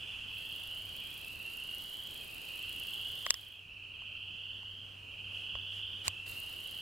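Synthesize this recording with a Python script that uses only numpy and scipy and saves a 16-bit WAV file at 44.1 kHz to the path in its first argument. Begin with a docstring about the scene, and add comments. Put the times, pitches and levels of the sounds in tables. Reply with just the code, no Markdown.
"""From the start, small frogs trill in waves across a wooded pond, leaders first and the rest joining in:
damped pulses quicken and rise in pitch, and tree trunks scatter them. Open air is shaped noise, a far hum
two sines. A hand-held camera adds finger rubs and its zoom motor's ticking hiss, both filtered noise.
After three seconds sharp clicks ring the camera's shell modes, and gain control ducks what follows the
loudest. Later come more rubs, two low nudges of the hand among further clicks, and the zoom again."""
import sys
import numpy as np
from scipy import signal
from scipy.fft import rfft, irfft, next_fast_len
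from scipy.io import wavfile
from scipy.ndimage import uniform_filter1d

SR = 44100
rng = np.random.default_rng(int(sys.argv[2]) if len(sys.argv) > 2 else 0)


def to_wav(s):
    """Save 16-bit WAV."""
    ch = np.atleast_2d(s).T  # columns
    pcm = np.round(np.clip(ch, -1, 1) * 32767)  # PCM
    wavfile.write(sys.argv[1], SR, pcm.astype(np.int16))


N = 300321
TIME = np.arange(N) / SR


def gain_of(db):
    """Logarithmic level: 20 dB is a factor of ten in amplitude."""
    return 10 ** (np.asarray(db) / 20)


def evened(x):
    """Normalisation: equal mean power, at an rms of 1."""
    return x / np.sqrt(np.mean(np.abs(x) ** 2) + 1e-20)


def leaned(x, lean_db):
    """Level difference between channels: the left falls and the right rises by lean_db."""
    return gain_of(np.array([[-lean_db], [lean_db]])) * x


def read(points, hz):
    """Interpolation of a spectrum along a log-frequency axis."""
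    f, value = np.transpose(points)
    return np.interp(np.log(hz + 1), np.log(f + 1), value)


def add(mix, s, sound):
    """Superposition: mixes a sound in at a time, which may lie before the start."""
    at = round(s * SR)
    sound_length = sound.shape[-1] + min(at, 0)
    part = mix[..., max(at, 0):][..., :sound_length]
    audible = sound[..., max(-at, 0):]
    part += audible[..., :part.shape[-1]]


def coloured(x, spectrum):
    """Linear filtering: weights a signal's spectrum, then scales it to an rms of 1."""
    size = next_fast_len(N)
    weight = gain_of(read(spectrum, np.fft.rfftfreq(size, 1 / SR)))
    return evened(irfft(rfft(x, size) * weight, size)[..., :N])


def drift(knots_per_s):
    """Slow random fluctuation: straight lines between Gaussian knots of unit variance."""
    knots = rng.standard_normal(200)
    return np.interp(TIME * knots_per_s, np.arange(len(knots)), knots)


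def noise(spectrum, patchy_db):
    """Partly coherent stereo noise: a shared and an independent part, with drifting spectral patches."""
    # likeness of the two channels: f/Hz, coherence (-1 opposed to 1 alike)
    coherence = [(30, 0.95), (110, 0.94), (220, 0.31), (400, -0.068), (800, -0.31), (1400, -0.21),
                 (2300, 0.35), (4500, 0.51), (8000, 0.89), (15000, 1)]
    frames, hz = N // 512 + 5, np.fft.rfftfreq(2048, 1 / SR)
    a, b, c, d, patches = rng.standard_normal((5, frames, len(hz)))
    patches = uniform_filter1d(patches, size=7, axis=0)  # smooth over time
    patches = evened(uniform_filter1d(patches, size=18, axis=1))  # and over frequency
    same = read(coherence, hz)
    left, independent = a + 1j * b, c + 1j * d
    right = same * left + np.sqrt(1 - same ** 2) * independent
    z = np.array([left, right]) * gain_of(read(spectrum, hz) + patchy_db * patches)
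    return evened(signal.istft(z.transpose(0, 2, 1), nperseg=2048, noverlap=1536)[1][:, :N])


def trill(length, first_hz, last_hz, first_rate=14, last_rate=23, ring_s=0.00099,
          jitter_hz=25, uneven_db=2.2, late=1.35):
    """Damped resonance: quickening, rising pulses ring a frog's vocal sac under a swell and fade."""
    # partials of a pulse: multiple of the fundamental, relative level/dB; the second carries the pitch
    partials = [(1, -29), (2, 1), (3, -27)]
    count = int(length * (first_rate + last_rate) / 2 * rng.uniform(.85, 1.15))
    gaps = 1 / np.linspace(first_rate, last_rate, count)  # relative; they are stretched to fill the length
    progress = ((np.cumsum(gaps) - rng.random() * gaps) / gaps.sum())[:, None]
    detune, force, phase = rng.standard_normal((3, 80, 1))[:, :count]
    hz = first_hz + (last_hz - first_hz) * progress + jitter_hz * detune
    # late above 1 puts the swell's peak after the middle, below 1 before it
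    swell = np.sqrt(np.sin(np.pi * progress ** late)) * gain_of(uneven_db * force)
    age = np.arange(900) / SR
    # the sac takes a few cycles to build up, which keeps each pulse narrow in pitch
    ring = (age / ring_s) ** 3 * np.exp(-age / ring_s)
    # hz is the second partial, so the fundamental is hz / 2
    tone = sum(gain_of(db) * np.sin(np.pi * k * (hz * age + 2 * phase)) for k, db in partials)
    at = (progress * length * SR).astype(int) + np.arange(len(age))
    return evened(np.bincount(at.ravel(), (swell * ring * tone).ravel()))


def woods(x):
    """Diffuse reverberation: tree trunks scatter calls into a dense tail whose decay depends on frequency."""
    # decay among the trees: f/Hz, t60/s
    decay = [(1500, 0.7), (3000, 0.49), (6000, 0.21)]
    taps = rng.standard_normal(SR // 2)
    hz, t, z = signal.stft(taps, SR, nperseg=256)
    fading = gain_of(-60 * t / read(decay, hz)[:, None])
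    tail = signal.istft(z * fading, SR, nperseg=256)[1]
    return signal.oaconvolve(x, tail / np.linalg.norm(tail))[:len(x)]


def chorus(level_db=-4.4, direct_db=-3.6, echo_db=-2.3, side_db=-12, outer_db=-5,
           stagger_s=.045, lean_db=1.28, count=8):
    """Superposed sources: frogs of graded size lead or follow each wave, ahead and slightly to the right."""
    # waves of calling: nominal start t/s, trill length/s, wait until the rest join/s,
    # leaders' first f/Hz, followers' first f/Hz (both for middle size), relative level/dB
    waves = [(-0.73, 1.43, .55, 2620, 2600, -43.7), (0.76, 1.02, .48, 2530, 2795, -46.3),
             (1.96, 1.44, .18, 2680, 2590, -43.2), (3.3, 1.32, .3, 2630, 2545, -42.8),
             (4.7, 1.35, .17, 2745, 2580, -43.6), (5.75, 1.41, .25, 2610, 2660, -46)]
    lead_rise, follow_rise = 440, 410  # Hz per s; every trill climbs steadily in pitch
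    lead_spread_hz, follow_spread_hz = 238, 208  # smallest frogs this much higher, largest this much lower
    leaders_db = -1.5  # leaders are weaker
    preroll = 1  # s, room for calls and echoes begun before the start
    sizes = np.linspace(-1, 1, count)
    shares = evened(gain_of(outer_db * sizes ** 2)) / np.sqrt(count)  # middle-sized frogs dominate
    banks = np.zeros((3, N + preroll * SR))  # three stretches of shore, each with its own echo
    for start, length, wait, leaders_hz, followers_hz, db in waves:
        leaders = start, leaders_hz, lead_rise, lead_spread_hz, db + leaders_db
        followers = start + wait, followers_hz, follow_rise, follow_spread_hz, db
        for s, group_hz, rise, spread_hz, group_db in (leaders, followers):
            for frog, (size, share) in enumerate(zip(sizes, shares)):
                hz = group_hz + size * spread_hz
                call = gain_of(group_db) * share * trill(length, hz, hz + rise * length)
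                add(banks[frog % len(banks)], preroll + s + rng.uniform(-stagger_s, stagger_s), call)
    direct = gain_of(direct_db) * banks.sum(0)
    ahead = direct + gain_of(echo_db) * sum(woods(bank) for bank in banks)
    side = gain_of(side_db) * woods(banks.sum(0))
    stereo = np.array([ahead + side, ahead - side])[:, preroll * SR:]
    return gain_of(level_db) * leaned(stereo, lean_db)


def near_frogs(echo_db=-2, lean_db=1.0, stagger_s=.02, count=2):
    """Narrow-band resonance: pairs of closer frogs of like size draw a narrow rising line through the chorus."""
    # pairs of closer frogs: nominal start t/s, length/s, first f/Hz, relative level/dB
    pairs = [(-0.75, .91, 2995, -51), (1.2, 1.1, 2635, -52.5), (6.06, .46, 2640, -52)]
    rise = 503  # Hz per s
    calls = np.zeros(N)
    for start, length, hz, db in pairs:
        for frog in range(count):
            call = trill(length, hz, hz + rise * length, first_rate=17, last_rate=26,
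                         ring_s=0.0016, jitter_hz=8, late=0.64)
            add(calls, start + rng.uniform(-stagger_s, stagger_s), gain_of(db) * call / np.sqrt(count))
    return leaned(calls + gain_of(echo_db) * woods(calls), lean_db)


def background(air_db=-57.5, hum_hz=97.3, waver_db=2.0, wander_hz=1.63, octave_db=-19):
    """Broadband noise of open air, and a far hum: a wavering tone and its octave by phase accumulation."""
    # open air: f/Hz, relative level/dB per Hz
    air_spectrum = [(20, -7), (45, -3), (80, -0.5), (130, -6.5), (220, -9.5), (450, -11), (800, -13.5),
                    (1400, -15), (2100, -19.5), (4500, -23), (6500, -29), (10000, -33), (16000, -36)]
    # distant hum: t/s, mean level/dB before the waver
    hum_level = [(0, -64.5), (1, -64.5), (2.3, -82), (2.7, -65), (4.5, -58), (6.1, -58), (6.8, -65.5)]
    turns = np.cumsum(hum_hz + wander_hz * drift(9)) / SR
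    octave = gain_of(octave_db) * np.sin(2 * np.pi * 2 * turns)
    hum = evened(np.sin(2 * np.pi * turns) + octave)
    air = gain_of(air_db) * noise(air_spectrum, patchy_db=1.5)
    hum_db = np.interp(TIME, *np.transpose(hum_level)) + waver_db * drift(14)
    return air + gain_of(hum_db) * hum


def rubs():
    """Friction noise: short swishes of skin on plastic, each a half-cosine burst of shaped noise."""
    # fingers sliding on the camera: centre t/s, length/s, level/dB at the centre
    slides = [(0.104, 0.79, -60), (5.394, 0.23, -62), (5.765, 0.15, -59.5), (6.15, .6, -62),
              (6.066, 0.054, -45.5), (6.073, 0.011, -47.5)]
    # colour of a rub: f/Hz, relative level/dB per Hz
    skin_spectrum = [(200, 2), (500, 1.5), (1500, 6.5), (2500, 6), (4400, 3), (5800, -1.5), (7500, -3.5),
                     (10000, -3), (13000, -9), (16000, -19)]
    level = np.zeros(N)
    for s, length, db in slides:
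        level += gain_of(db) * np.cos(np.pi * np.clip((TIME - s) / length, -.5, .5))
    return level * noise(skin_spectrum, patchy_db=0.5)


def motor_level(level_db=-57.5, waver_db=0.6):
    """Motor load: each run spins up, settles, strains a little more as the lens travels, and coasts down."""
    # runs of the zoom motor: start t/s, stop t/s, run-up/s, starting surge level/dB
    runs = [(.26, 3.43, .14, 0), (6.259, 7, 0.0058, 8)]
    strain, run_down, surge_s = 1.0, 100, .22  # dB per s, dB per s (against the strain), s
    level = np.zeros(N)
    for start, stop, run_up_s, surge_db in runs:
        age, coasting = np.maximum(TIME - start, 0), np.maximum(TIME - stop, 0)
        db = surge_db * np.exp(-age / surge_s) + strain * age - run_down * coasting
        level += np.minimum(age / run_up_s, 1) * gain_of(db)
    return level * gain_of(level_db + waver_db * drift(6))


def zoom(hiss_db=-.5, tick_db=-6, grit_db=-8, tick_s=.0011, uneven_db=2, grit_per_s=550):
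    """Periodic and random impacts: the lens drive hisses, its gears crackle, a tooth ticks at every turn."""
    # colour of the motor's hiss: f/Hz, relative level/dB per Hz
    hiss_spectrum = [(150, 6), (350, 9), (800, 6.5), (1400, 3), (2200, 6), (3500, 7), (4400, 9.5),
                     (5800, -5.5), (7000, -2), (9000, -1.5), (10500, 0.5), (13000, -2), (16000, -5.5)]
    # colour of its ticks and crackle: f/Hz, gain/dB
    tick_spectrum = [(1000, -24), (5000, -11), (8000, -3.5), (11000, 2), (13500, 4), (16000, -4.5)]
    ticks_per_s = 28  # mean rate
    turns = np.cumsum(ticks_per_s * (1 + .06 * drift(25))) / SR
    force = gain_of(uneven_db * rng.standard_normal(400))[turns.astype(int)]
    ticks = force * np.exp(-(turns % 1) / ticks_per_s / tick_s) * rng.standard_normal(N)
    impacts = (rng.random(N) < grit_per_s / SR) * rng.exponential(1, N)
    grit_envelope = signal.lfilter([1], [1, -np.exp(-1 / (tick_s * SR))], impacts)
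    grit = grit_envelope * rng.standard_normal(N)
    gears = gain_of(tick_db) * coloured(ticks, tick_spectrum)
    gears = gears + gain_of(grit_db) * coloured(grit, tick_spectrum)
    return motor_level() * (gain_of(hiss_db) * noise(hiss_spectrum, patchy_db=1) + gears)


def clicks(rattle_db=-13, rattle_s=0.0031, patch=0.26, lean_db=1.1):
    """Modal excitation: blows ring the shell and rattle, reaching the two microphone ports at unequal times."""
    # blows on the camera's controls: t/s at the right port, peak level/dB before the lean,
    # centre f/Hz of the blow, place from the right port (0) to the left port (1)
    blows = [(3.265, -16.5, 1120, 0.016), (3.3026, -22, 4500, 0.065), (3.3061, -5.5, 3700, 0),
             (3.342, -15.5, 3600, .85), (4.021, -38.5, 1100, 0.98), (4.632, -41, 1100, 0.98),
             (5.553, -33, 780, 0.21), (6.0808, -11.5, 2900, 1)]
    # modes of the camera's shell: f/Hz, relative level/dB, t60/s
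    shell_modes = [(570, -16.5, 0.015), (1093, -13.5, 0.015), (1955, -6, 0.0089), (2750, -6.5, 0.012),
                   (3610, -5.5, 0.013), (4230, 0, 0.0046), (5400, 5, 0.0041), (7430, 4, 0.0032),
                   (10100, -5.5, 0.0031), (13600, -6, 0.0012)]
    width_octaves, hardness_law = 1.16, 0.83  # width at 1 kHz; harder blows are wider as well as higher
    port_lag_s = .0001  # travel time between the ports
    out, t, hz = np.zeros((2, N)), np.arange(2048) / SR, np.fft.rfftfreq(2048, 1 / SR)
    modes = np.array([gain_of(db - 60 * t / t60) * np.sin(2 * np.pi * f * t) for f, db, t60 in shell_modes])
    order = np.arange(len(shell_modes)) + 1
    lead = .002  # s, room for the filter's onset
    for s, db, centre_hz, place in blows:
        octaves = width_octaves * (centre_hz / 1000) ** hardness_law
        left_lag = port_lag_s * (1 - 2 * place)
        delays = lead + np.array([[left_lag], [0]])
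        mode_shape = abs(np.cos(np.pi * order * place / 2))  # a mode struck at its node is weak
        drive = (-1) ** order * (patch + (1 - patch) * mode_shape)
        rattle = gain_of(rattle_db) * np.exp(-t / rattle_s) * rng.standard_normal((2, len(t)))
        blow = drive @ modes + rattle
        colour = 1 / (1 + (np.log2((hz + 1) / centre_hz) / octaves) ** 2) ** 1.48
        click = irfft(rfft(blow) * colour * np.exp(-2j * np.pi * hz * delays))
        add(out, s - lead, gain_of(db) * click / abs(click).max())
    return leaned(out, lean_db)


def thuds(rise_s=.009):
    """Damped oscillation: the hand nudges the whole camera, a low push that soon dies away."""
    # nudges of the hand: t/s, envelope's peak level/dB, f/Hz
    nudges = [(5.548, -46, 50), (6.077, -42.5, 89.6)]
    out, t = np.zeros(N), np.arange(SR // 8) / SR
    for s, db, hz in nudges:
        envelope = t / rise_s * np.exp(1 - t / rise_s)
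        add(out, s, gain_of(db) * envelope * np.sin(2 * np.pi * hz * t))
    return out


def scene():
    """Superposition of the pond and the camera's own noises."""
    return chorus() + near_frogs() + background() + zoom() + rubs() + clicks() + thuds()


def record(dry, threshold_db=-26.5, share=.66, recovery_db=4, edge_hz=15950):
    """Peak-hold compression: gain drops within milliseconds, recovers over seconds; then a low-pass filter."""
    smooth = np.exp(-1 / (0.0032 * SR))
    power = signal.lfilter([1 - smooth], [1, -smooth], (dry ** 2).mean(0))
    power_db = 10 * np.log10(power + 1e-12)
    fall = recovery_db * TIME  # the held peak falls by recovery_db each second
    held_db = np.maximum.accumulate(power_db + fall) - fall
    over_db = np.maximum(held_db - threshold_db, 0)
    # share is the part of the excess that is taken away
    ducked = dry / gain_of(share * signal.lfilter([1 - smooth], [1, -smooth], over_db))
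    low_pass = signal.firwin(511, edge_hz, window=("kaiser", 9), fs=SR)
    return signal.oaconvolve(ducked, low_pass[None], "same")


dry = scene()
out = record(dry)
to_wav(out)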